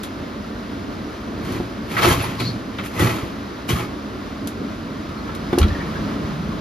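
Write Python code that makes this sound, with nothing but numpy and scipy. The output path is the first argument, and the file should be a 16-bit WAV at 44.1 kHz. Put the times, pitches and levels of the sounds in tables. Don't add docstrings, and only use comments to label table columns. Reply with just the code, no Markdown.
import sys
import numpy as np
from scipy import signal
from scipy.fft import rfft, irfft
from scipy.io import wavfile
from scipy.ndimage import uniform_filter1d

SR = 44100
rng = np.random.default_rng(int(sys.argv[2]) if len(sys.argv) > 2 else 0)


def master_out(mix):
    frames = np.transpose(np.atleast_2d(mix))
    ceiling = np.clip(frames, -1, 1)
    pcm = np.round(ceiling * 32767).astype(np.int16)
    wavfile.write(sys.argv[1], SR, pcm)


N = 291324

# (top [s], rise [s], hold [s], t60 [s], scrape level [dB],
# fizz relative to scrape [dB], rumble level of the oven walls [dB])
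SHOVES = [ (1.463, 0.11, 0.091, 0.49, -40.5, -18, -26.5), (1.919, 0.061, 0.072, 0.32, -34, -16, -30),
          (1.976, .005, 0.045, .3, -28, -19, -24.5), (2.028, 0.026, 0.035, 0.37, -20.5, -16, -21),
          (2.094, 0.059, 0.04, 0.3, -24, -14.5, -21.5), (2.203, 0.041, 0.04, 0.69, -31.5, -20.5, -26.5),
          (2.397, 0.035, 0.013, 0.25, -33, -20, -23), (2.454, 0.062, 0.047, 0.48, -61, -28, -26.5),
          (2.788, 0.058, 0.021, 0.18, -43, -36, -29), (2.85, 0.021, 0.011, 0.14, -47.5, -0.5, -50),
          (2.967, 0.1, 0.028, 0.33, -36.5, -15, -27), (2.994, 0.013, 0.044, 0.35, -27.5, -12.5, -19.5),
          (3.058, 0.061, 0.047, 0.65, -29.5, -18, -38), (3.693, 0.015, 0.014, 0.18, -28.5, -9, -20),
          (3.747, 0.02, 0.02, 0.2, -36, -12, -24.5), (3.782, 0.098, 0.038, 0.23, -34, -17.5, -31), ]
# (frequency [Hz], level [dB], t60 [s])
RACK_MODES = [(360, 7.5, 0.035), (438, 2.5, 0.019), (630, -5, 0.043), (693, -21, 0.25), (820, -26, 0.13),
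              (844, -2.5, 0.04), (928, -10, 0.11), (1075, 4.5, 0.035), (1172, -4, 0.2), (1240, -0.5, 0.053),
              (1310, 0.5, 0.066), (1485, -5, 0.16), (1710, -2, 0.039), (1987, -2, 0.037),
              (2204, -8.5, 0.025), (1922, -11, 0.12), (2284, -6, 0.068), (2460, -5, 0.015),
              (2594, -5, 0.032), (2865, -16, 0.11), (3100, -3, 0.023), (3340, -7, 0.048),
              (3490, -20, 0.042), (3865, -12, 0.056), (4320, -4.5, 0.019), (5150, -18, 0.027),
              (5400, -45, 0.03), (5900, -40, 0.024), (6140, -24, 0.093), (6800, -33, 0.024)]
# (frequency [Hz], level [dB per Hz])
GRIT_SPECTRUM = [(300, -34), (700, -2), (2200, -7), (4000, -12), (7500, -34), (9000, -50)]
# (frequency [Hz], level [dB per Hz])
FIZZ_SPECTRUM = [(5000, 0.5), (7500, 1.5), (9600, -0.5), (11500, -1), (13500, -1.5), (15500, -11)]
# (frequency [Hz], level [dB per Hz])
SNAP_SPECTRUM = [(3000, -7), (6000, -5), (9600, -1.5), (11500, -7.5), (13000, -9), (15500, -14)]
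# (time [s], clank level [dB], fizz relative to clank [dB],
# rattle t60 [s], pitch centre [Hz])
KNOCKS = [(0.0326, -29, -9.5, 0.097, 3820), (1.4484, -43, -4, 0.07, 2000),
          (1.5197, -35.5, -8.5, 0.066, 2000), (1.966, -16.5, -40, 0.22, 1570),
          (2.030, -18, -22, 0.09, 2150), (2.052, -20, -19, 0.064, 1290), (2.082, -23, -6.5, 0.09, 3200),
          (2.124, -24, -5, 0.046, 3180), (2.2234, -37, -17, 0.058, 2700), (2.399, -23.5, -17, 0.12, 2500),
          (2.7853, -20.5, -43, 0.092, 2160), (2.836, -30.5, -20, 0.11, 2700),
          (2.8593, -29.5, -19, 0.1, 2800), (2.9947, -21, -14, 0.1, 1960), (3.02, -19, -23, 0.059, 1250),
          (3.064, -21, -21, 0.037, 1160), (3.689, -21.5, -18.5, 0.21, 3100),
          (4.4726, -28, -4.5, 0.043, 4500), (5.0912, -33.5, -22, 0.044, 2920),
          (5.349, -31.5, -8.5, 0.04, 3100), (5.5285, -19.5, -27, 0.047, 1500),
          (5.585, -16, -7, 0.029, 5460), (5.614, -19.5, -24, 0.033, 3900),
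          (5.6277, -17.5, -27, 0.037, 3900), (5.633, -24.5, -28, 0.04, 3300),
          (5.682, -24, -25, 0.023, 3830)]
# (time [s], level [dB], pitch [Hz], t60 [s])
SHORT_RINGS = [(1.902, -31, 1970, .07), (1.951, -26, 1284, .06), (1.965, -20, 1284, 0.16),
               (1.967, -20.5, 2020, .1), (1.978, -31, 3460, .05), (1.995, -22, 2250, 0.077),
               (2.027, -17, 3180, .06), (2.030, -19, 2190, 0.11), (2.040, -13, 1288, 0.091),
               (2.045, -15, 690, .09), (2.086, -16, 350, .08), (2.092, -21, 1682, 0.086),
               (2.098, -33, 1320, .08), (2.105, -29, 2220, 0.071), (2.075, -19, 2100, 0.062),
               (2.112, -12, 3170, 0.044), (2.133, -22, 3270, .05), (2.142, -17, 1070, .06),
               (2.202, -28, 2640, 0.14), (2.238, -22, 920, .08), (2.243, -35.5, 3470, .07),
               (2.262, -32, 1250, .07), (2.962, -27, 2010, 0.12), (2.984, -21, 1250, .05),
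               (2.992, -18, 1963, .08), (2.997, -13.5, 352, 0.076), (3.004, -16.5, 1926, 0.06),
               (3.008, -18, 3450, 0.051), (3.010, -22, 1310, 0.11), (3.033, -19, 1310, 0.057),
               (3.066, -22, 1176, 0.11), (3.070, -25, 1990, .09), (3.105, -27, 2230, 0.073),
               (3.109, -32, 1100, 0.067), (3.097, -28, 1940, .08), (3.132, -25, 2040, .08),
               (3.182, -24, 1320, .04), (3.687, -22, 2880, 0.056), (3.694, -29, 2140, .07),
               (3.700, -18.5, 440, 0.066), (3.712, -24, 3280, .08), (3.714, -33, 394, 0.058),
               (3.750, -33, 2210, .1), (3.755, -26, 1200, .08), (3.817, -29, 2200, .1),
               (3.832, -28, 1260, .06), (5.530, -27, 3540, .06), (5.585, -21, 5130, .03),
               (5.614, -32, 3900, .03), (5.628, -27, 3840, 0.04), (5.629, -28, 4350, .035),
               (5.633, -28, 3300, .03), (5.684, -35, 4000, .03), (5.703, -26, 1780, 0.054),
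               (5.748, -25, 1874, 0.071), (5.755, -29, 1710, 0.066), (5.827, -36, 1254, .07),
               (5.872, -31, 1890, 0.068)]
# (frequency [Hz], level [dB], t60 [s])
WIRE_END_MODES = [(10550, 0, .1), (10700, -6, .06), (11000, -6, .05), (11600, -3, .05)]
# (time [s], level [dB])
WIRE_END_TAPS = [(2.084, -23.5), (2.224, -27.5)]
# (frequency [Hz], level [dB], t60 [s])
DISH_MODES = [(4000, -2, 0.035), (4300, 3.5, 0.032), (4460, -1.5, 0.03), (4670, -10, 0.037),
              (4870, -18, 0.025), (5130, -20, 0.023)]
# (rise [s], hold [s], t60 [s], level [dB])
DISH_CHATTER = (0.03, 0.09, 0.18, -37.5)
# (frequency [Hz], level [dB], t60 [s])
WALL_MODES = [(90.4, -8, 0.12), (114.4, 0, 0.13), (164, -9, 0.058), (241, -14.5, 0.24), (274, -13, 0.092)]
# (time [s], level [dB])
STOP_BLOWS = [(2.062, -7), (2.088, -7), (2.112, -3), (2.148, -20), (2.175, -7), (2.203, -9), (3.011, -5.5),
              (3.029, -17), (3.058, -15), (3.229, -9), (3.712, -18), (3.731, -5), (3.744, -9)]
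# (frequency [Hz], level [dB], t60 [s])
THUD_MODES = [(45, -13, .06), (64, -6, .08), (76, 0, .075), (124, -11, .06), (165, -12, .06)]
# (time [s], level [dB])
THUD_BLOWS = [(1.598, -22), (5.600, -9), (5.6132, 1.5), (5.6385, 0.5), (5.680, -14), (5.702, -12),
              (5.715, -12)]
# (frequency [Hz], level [dB], t60 [s])
PANEL_MODES = [(194, -11, 0.04), (279, -2.5, 0.065), (346, -1.5, 0.071), (411, -3, 0.042), (530, -5, 0.022),
               (700, -6, 0.034), (825, -15.5, 0.041), (1067, -15.5, 0.047), (1250, -18, 0.025),
               (1530, -19, 0.029)]
# (time [s], level [dB])
PANEL_BLOWS = [(1.601, -15.5), (3.226, -26), (5.530, -8), (5.5785, -6.5), (5.600, -13.5), (5.651, -19)]
# (frequency [Hz], level [dB], t60 [s])
LATCH_MODES = [(1155, -5, 0.038), (1337, -2, 0.051)]
# (time [s], level [dB])
LATCH_BLOWS = [(5.614, -19), (5.630, -16)]
# (rise [s], hold [s], t60 [s], level [dB])
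DOOR_GUST = (0.6, -0.94, 8.5, -27)
# (start [s], length [s], pitch [Hz], level [dB], bandwidth [Hz])
SQUEAKS = [(5.083, 0.078, 1250, -39, 120), (5.162, 0.054, 4270, -47, 400), (5.12, 0.035, 1150, -43, 100),
           (5.145, .04, 1330, -42, 89), (6.4, 0.048, 1290, -40, 79), (5.26, 0.078, 1314, -37.5, 62),
           (5.345, 0.034, 1180, -36, 160), (5.243, 0.11, 1700, -40, 80), (5.24, 0.11, 946, -40.5, 70),
           (5.09, .2, 1280, -42.5, 250), (6, 0.21, 1300, -40, 300), (6.5, 0.05, 1100, -36, 210),
           (5.655, 0.062, 1730, -39, 190), (5.74, 0.12, 1800, -38, 260), (5.79, 0.064, 2230, -42, 96),
           (5.93, .07, 1600, -37, 200), (6.2, 0.14, 1200, -46, 240), (5.663, 0.45, 1100, -42.5, 403)]
# (time [s], roar level [dB], drone relative to roar [dB])
FAN_LEVELS = [(0.0, -30, -33), (0.45, -30.5, -20), (1.4, -30, -28), (2.5, -30, -11), (3.5, -30, -52),
              (5.05, -30.5, -10), (5.35, -29.5, -12), (5.65, -26, -3), (6.2, -27.5, -3.5), (6.61, -28, -2)]
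# (frequency [Hz], level [dB per Hz])
ROAR_SPECTRUM = [(40, -2.5), (70, -1), (95, -1), (140, -4.5), (175, -3), (220, 5.5), (250, -1), (280, 4),
                 (340, -3.5), (420, -6), (500, -11), (650, -11.5), (900, -31.5)]
# (frequency [Hz], level [dB per Hz])
HISS_SPECTRUM = [(300, -7.5), (600, 1.5), (800, -2), (1100, 1.5), (1500, -0.5), (1800, -5.5), (2500, -10),
                 (4100, -12), (5500, -16.5), (7000, -23.5), (10000, -28.5), (14000, -33), (16000, -50)]
# (frequency [Hz], level [dB per Hz])
DRONE_SPECTRUM = [(125, -20), (155, -1.5), (190, -7), (220, -3.5), (260, -61)]
# (frequency [Hz], level [dB per Hz])
GUST_SPECTRUM = [(22, -21), (38, -11), (55, 0), (75, -8), (120, -7), (160, -38)]
# (frequency [Hz],
# left-right likeness [0 to 1], phase lead of the right [rad], left louder by [dB])
STEREO_PAIR = [(60, .99, 0., -.2), (340, .88, .25, -.6), (520, .6, .3, -.6), (800, .2, .5, -1),
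               (1200, .3, .8, -1), (1550, .5, 2.3, -2.5), (1750, .3, 1., 0), (1900, .85, -.2, 1.5),
               (3400, .7, -.9, 1.5), (4800, .7, -.3, 3), (5500, .4, .9, 3), (6900, .65, 1.6, 1),
               (7500, .8, 2.6, 0), (8000, 1, 3.14, 0), (8700, 1, 3.14, 0), (9500, .75, 4.3, 0),
               (10400, .75, 5.2, 0), (11200, 1, 6.28, 0), (12800, 1, 6.28, 0), (13500, .7, 7.3, 0),
               (14400, .9, 8.9, 0), (14800, 1, 9.42, 0)]

DISH_TOP_S, DOOR_TOP_S = 2.397, 5.61
LOAD_DB = -2
FRAME_TOP_HZ = 1400
WALL_LAG_S = 0.012
THUMP_DAMPING = 0.3
TWIN_SHARP, TWIN_DB = 1.03, -11
STUTTER_DB = 1.5
RISE_DB = 21
HISS_DB = -6.5
ROAR_WOBBLE_DB = 1.5
GUST_DB, GUST_WANDER_DB = -54.5, 1.5
EDGE_HZ = 15700


def rack():
    scrape, weight, fizz, rumble = rack_drive()
    clank, crack, snap = knocks()
    force = slips(per_s=3500, spread_db=2.5)
    bars = [mode for mode in RACK_MODES if mode[0] < FRAME_TOP_HZ]
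    thin_wires = [mode for mode in RACK_MODES if mode[0] >= FRAME_TOP_HZ]
    frame = rub(weight * force, bars, wander_db=3)
    wires = rub(scrape * force, thin_wires, wander_db=3)
    grit = np.hypot(scrape, crack) * evened(coloured(force, GRIT_SPECTRUM))
    specks = slips(per_s=14000, spread_db=1.2)
    sizzle = fizz * evened(coloured(specks, FIZZ_SPECTRUM))
    sizzle = sizzle + snap * evened(coloured(specks[:, ::-1], SNAP_SPECTRUM))
    boom = rub(rumble * slips(per_s=800, spread_db=1.5), WALL_MODES, wander_db=1.5)
    boom = signal.sosfilt(signal.butter(2, 60, "high", fs=SR, output="sos"), boom)
    ringing = gain_of(-8.5) * frame + gain_of(-13.5) * wires
    return clank + ringing + gain_of(-2.5) * grit + gain_of(6.5) * sizzle + gain_of(-0.5) * boom


def rack_drive():
    power = np.zeros((3, N))
    for top, rise, hold, t60, db, fizz_db, wall_db in SHOVES:
        power[0] += swell(top, rise, hold, t60, db) ** 2
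        power[1] += swell(top, rise, hold, t60, db + fizz_db) ** 2
        power[2] += swell(top + WALL_LAG_S, rise, hold, t60, wall_db) ** 2
    scrape, fizz, rumble = np.sqrt(power)
    jerks = gain_of(1.7 * drift(110))
    return scrape * jerks, scrape * gain_of(LOAD_DB) * jerks, fizz * np.sqrt(jerks), rumble


def knocks():
    t = np.arange(SR // 3) / SR
    clank, contact = np.zeros((2, N + SR)), np.zeros((2, N + SR))
    for s, db, fizz_db, t60, hz in KNOCKS:
        at = round(s * SR)
        rattle = gain_of(db - 60 * t / max(t60, .01)) * np.minimum(t / 0.00079, 1)
        modes = [(f, 0.58 * level - 10 * abs(np.log2(f / hz)), 0.39 * decay)
                 for f, level, decay in RACK_MODES]
        wires = ring(modes, 4.24)
        wires = wires / np.linalg.norm(wires[0])
        hits = rng.random(len(t)) < 6000 / SR
        bounces = rattle * rng.standard_normal((2, len(t))) * hits
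        burst = signal.fftconvolve(bounces, wires, axes=1)
        clank[:, at:at + burst.shape[1]] += gain_of(6) * burst
        contact[:, at:at + len(t)] += rattle * gain_of([[-12.], [fizz_db - 0.5]])
    crack, snap = contact[:, :N]
    return clank[:, :N], crack, snap


def short_rings():
    out = np.zeros((2, N + SR))
    for s, db, hz, t60 in SHORT_RINGS:
        twin = (TWIN_SHARP * hz, db + TWIN_DB, 0.46 * t60)
        pair = ring([(hz, db, t60), twin], 0.36, 0.0021)
        at = round(s * SR)
        out[:, at:at + pair.shape[1]] += pair
    return out[:, :N]


def wire_end():
    return strike(WIRE_END_TAPS, WIRE_END_MODES, 2.6, 0.0027)


def dish():
    force = swell(DISH_TOP_S, *DISH_CHATTER) * slips(per_s=1400, spread_db=1)
    return rub(force, DISH_MODES, wander_db=1.5)


def stop_thumps():
    walls = [(hz, db, THUMP_DAMPING * t60) for hz, db, t60 in WALL_MODES]
    return strike(STOP_BLOWS, walls, .3, .004)


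def deep_thuds():
    return strike(THUD_BLOWS, THUD_MODES, .15, .006)


def panel_thumps():
    return strike(PANEL_BLOWS, PANEL_MODES, .2, .0008)


def door_latch():
    return strike(LATCH_BLOWS, LATCH_MODES, .4, 0.0009)


def springs():
    out = np.zeros((2, N))
    for s, length, hz, db, width in SQUEAKS:
        size, at = round(length * SR), round(s * SR)
        noise = rng.standard_normal((2, 2, SR // 2))
        a, b = uniform_filter1d(noise, round(SR / width))[..., :size]
        carrier = np.exp(2j * np.pi * hz * np.arange(size) / SR)
        tone = ((a + 1j * b) * carrier).real
        out[:, at:at + size] += gain_of(db) * evened(tone) * np.hanning(size)
    return out * gain_of(STUTTER_DB * drift(60))


def fan():
    roar_db, drone_db = read(np.arange(N) / SR, FAN_LEVELS)
    roar, hiss, drone, deep = rng.standard_normal((4, 2, N))
    air = gain_of(ROAR_WOBBLE_DB * drift(13)) * coloured(roar, ROAR_SPECTRUM)
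    air = air + gain_of(drone_db + 3.34 * drift(9)) * coloured(drone, DRONE_SPECTRUM)
    flutter_db = .5 * drift(15)
    air = air + gain_of(HISS_DB + flutter_db) * coloured(hiss, HISS_SPECTRUM)
    steady_gusts = gain_of(GUST_DB + GUST_WANDER_DB * drift(4.45))
    gusts = np.hypot(steady_gusts, swell(DOOR_TOP_S, *DOOR_GUST))
    return gain_of(roar_db) * air + gusts * coloured(deep, GUST_SPECTRUM)


def kitchen(x):
    t = np.arange(SR // 2) / SR
    tail = rng.standard_normal((2, len(t))) * gain_of(-60 * t / 0.13) * (t > .004)
    return signal.fftconvolve(x, tail / np.linalg.norm(tail[0]), axes=1)[:, :N]


def slips(per_s, spread_db):
    size = gain_of(spread_db * np.minimum(rng.exponential(1, N), 4)) * (rng.random(N) < per_s / SR)
    return evened(size) * rng.choice([-1., 1.], (2, N))


def rub(force, modes, wander_db):
    out = np.zeros((2, N))
    for hz, db, t60 in modes:
        r = gain_of(-60 / (t60 * SR))
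        push = force * gain_of(db + wander_db * drift(40)) * np.sqrt(1 - r * r) / 2
        poles = [1, -2 * r * np.cos(2 * np.pi * hz / SR), r * r]
        out += signal.lfilter([1, 0, -1], poles, push)
    return out


def ring(modes, spread, rise=0.000059):
    t = np.arange(SR // 3) / SR
    shift = spread * rng.uniform(-0.87, 1, (len(modes), 2, 1)) + [[0], [np.pi / 2]]
    free = np.zeros((2, len(t)))
    for (hz, db, t60), phase in zip(modes, shift):
        free += gain_of(db - 60 * t / t60) * np.sin(2 * np.pi * hz * t + phase)
    return free * (1 - np.exp(-t / rise))


def strike(blows, modes, spread, rise):
    train = np.zeros((1, N))
    for s, db in blows:
        train[0, round(s * SR)] = gain_of(db)
    return signal.fftconvolve(train, ring(modes, spread, rise), axes=1)[:, :N]


def swell(top, rise, hold, t60, db):
    t = np.arange(N) / SR - top
    climb = np.clip(-t / max(rise, .002), 0, None)
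    fall_db = 60 * np.clip(t - hold, 0, None) / max(t60, .02)
    return (climb < 2) * gain_of(db - RISE_DB * climb - fall_db)


def drift(per_s):
    knots = rng.standard_normal(int(N / SR * 120) + 2)
    return np.interp(np.arange(N) / SR * min(per_s, 120), np.arange(len(knots)), knots)


def coloured(x, spectrum):
    hz = np.fft.rfftfreq(N, 1 / SR)
    f, db = np.transpose(spectrum)
    gain = gain_of(np.interp(np.log(hz + 1), np.log(f), db, -90, -90))
    return irfft(rfft(x) * evened(gain), N)


def read(at, points):
    first, *columns = np.transpose(points)
    return [np.interp(at, first, c) for c in columns]


def evened(x):
    return x / np.sqrt(np.mean(x ** 2) + 1e-20)


def gain_of(db):
    return 10 ** (np.asarray(db) / 20)


def scene():
    near = rack() + short_rings() + wire_end() + dish()
    near = near + panel_thumps() + door_latch() + springs()
    return near + gain_of(-6.5) * kitchen(near) + stop_thumps() + deep_thuds() + fan()


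def record(dry):
    like, lead, left_db = read(np.fft.rfftfreq(N, 1 / SR), STEREO_PAIR)
    bass_cut = signal.butter(2, 35, "high", fs=SR, output="sos")
    first, second = rfft(signal.sosfilt(bass_cut, dry))
    apart = np.arccos(np.clip(like, 0, 1)) / 2
    shared, own = np.cos(apart) * first, np.sin(apart) * second
    turn = gain_of(left_db / 2) * np.exp(-.5j * lead)
    pair = irfft([(shared + own) * turn, (shared - own) / turn], N)
    treble_cut = signal.firwin(511, EDGE_HZ, window=("kaiser", 9), fs=SR)
    return signal.oaconvolve(pair, treble_cut[None], "same")


dry = scene()
out = record(dry)
master_out(out)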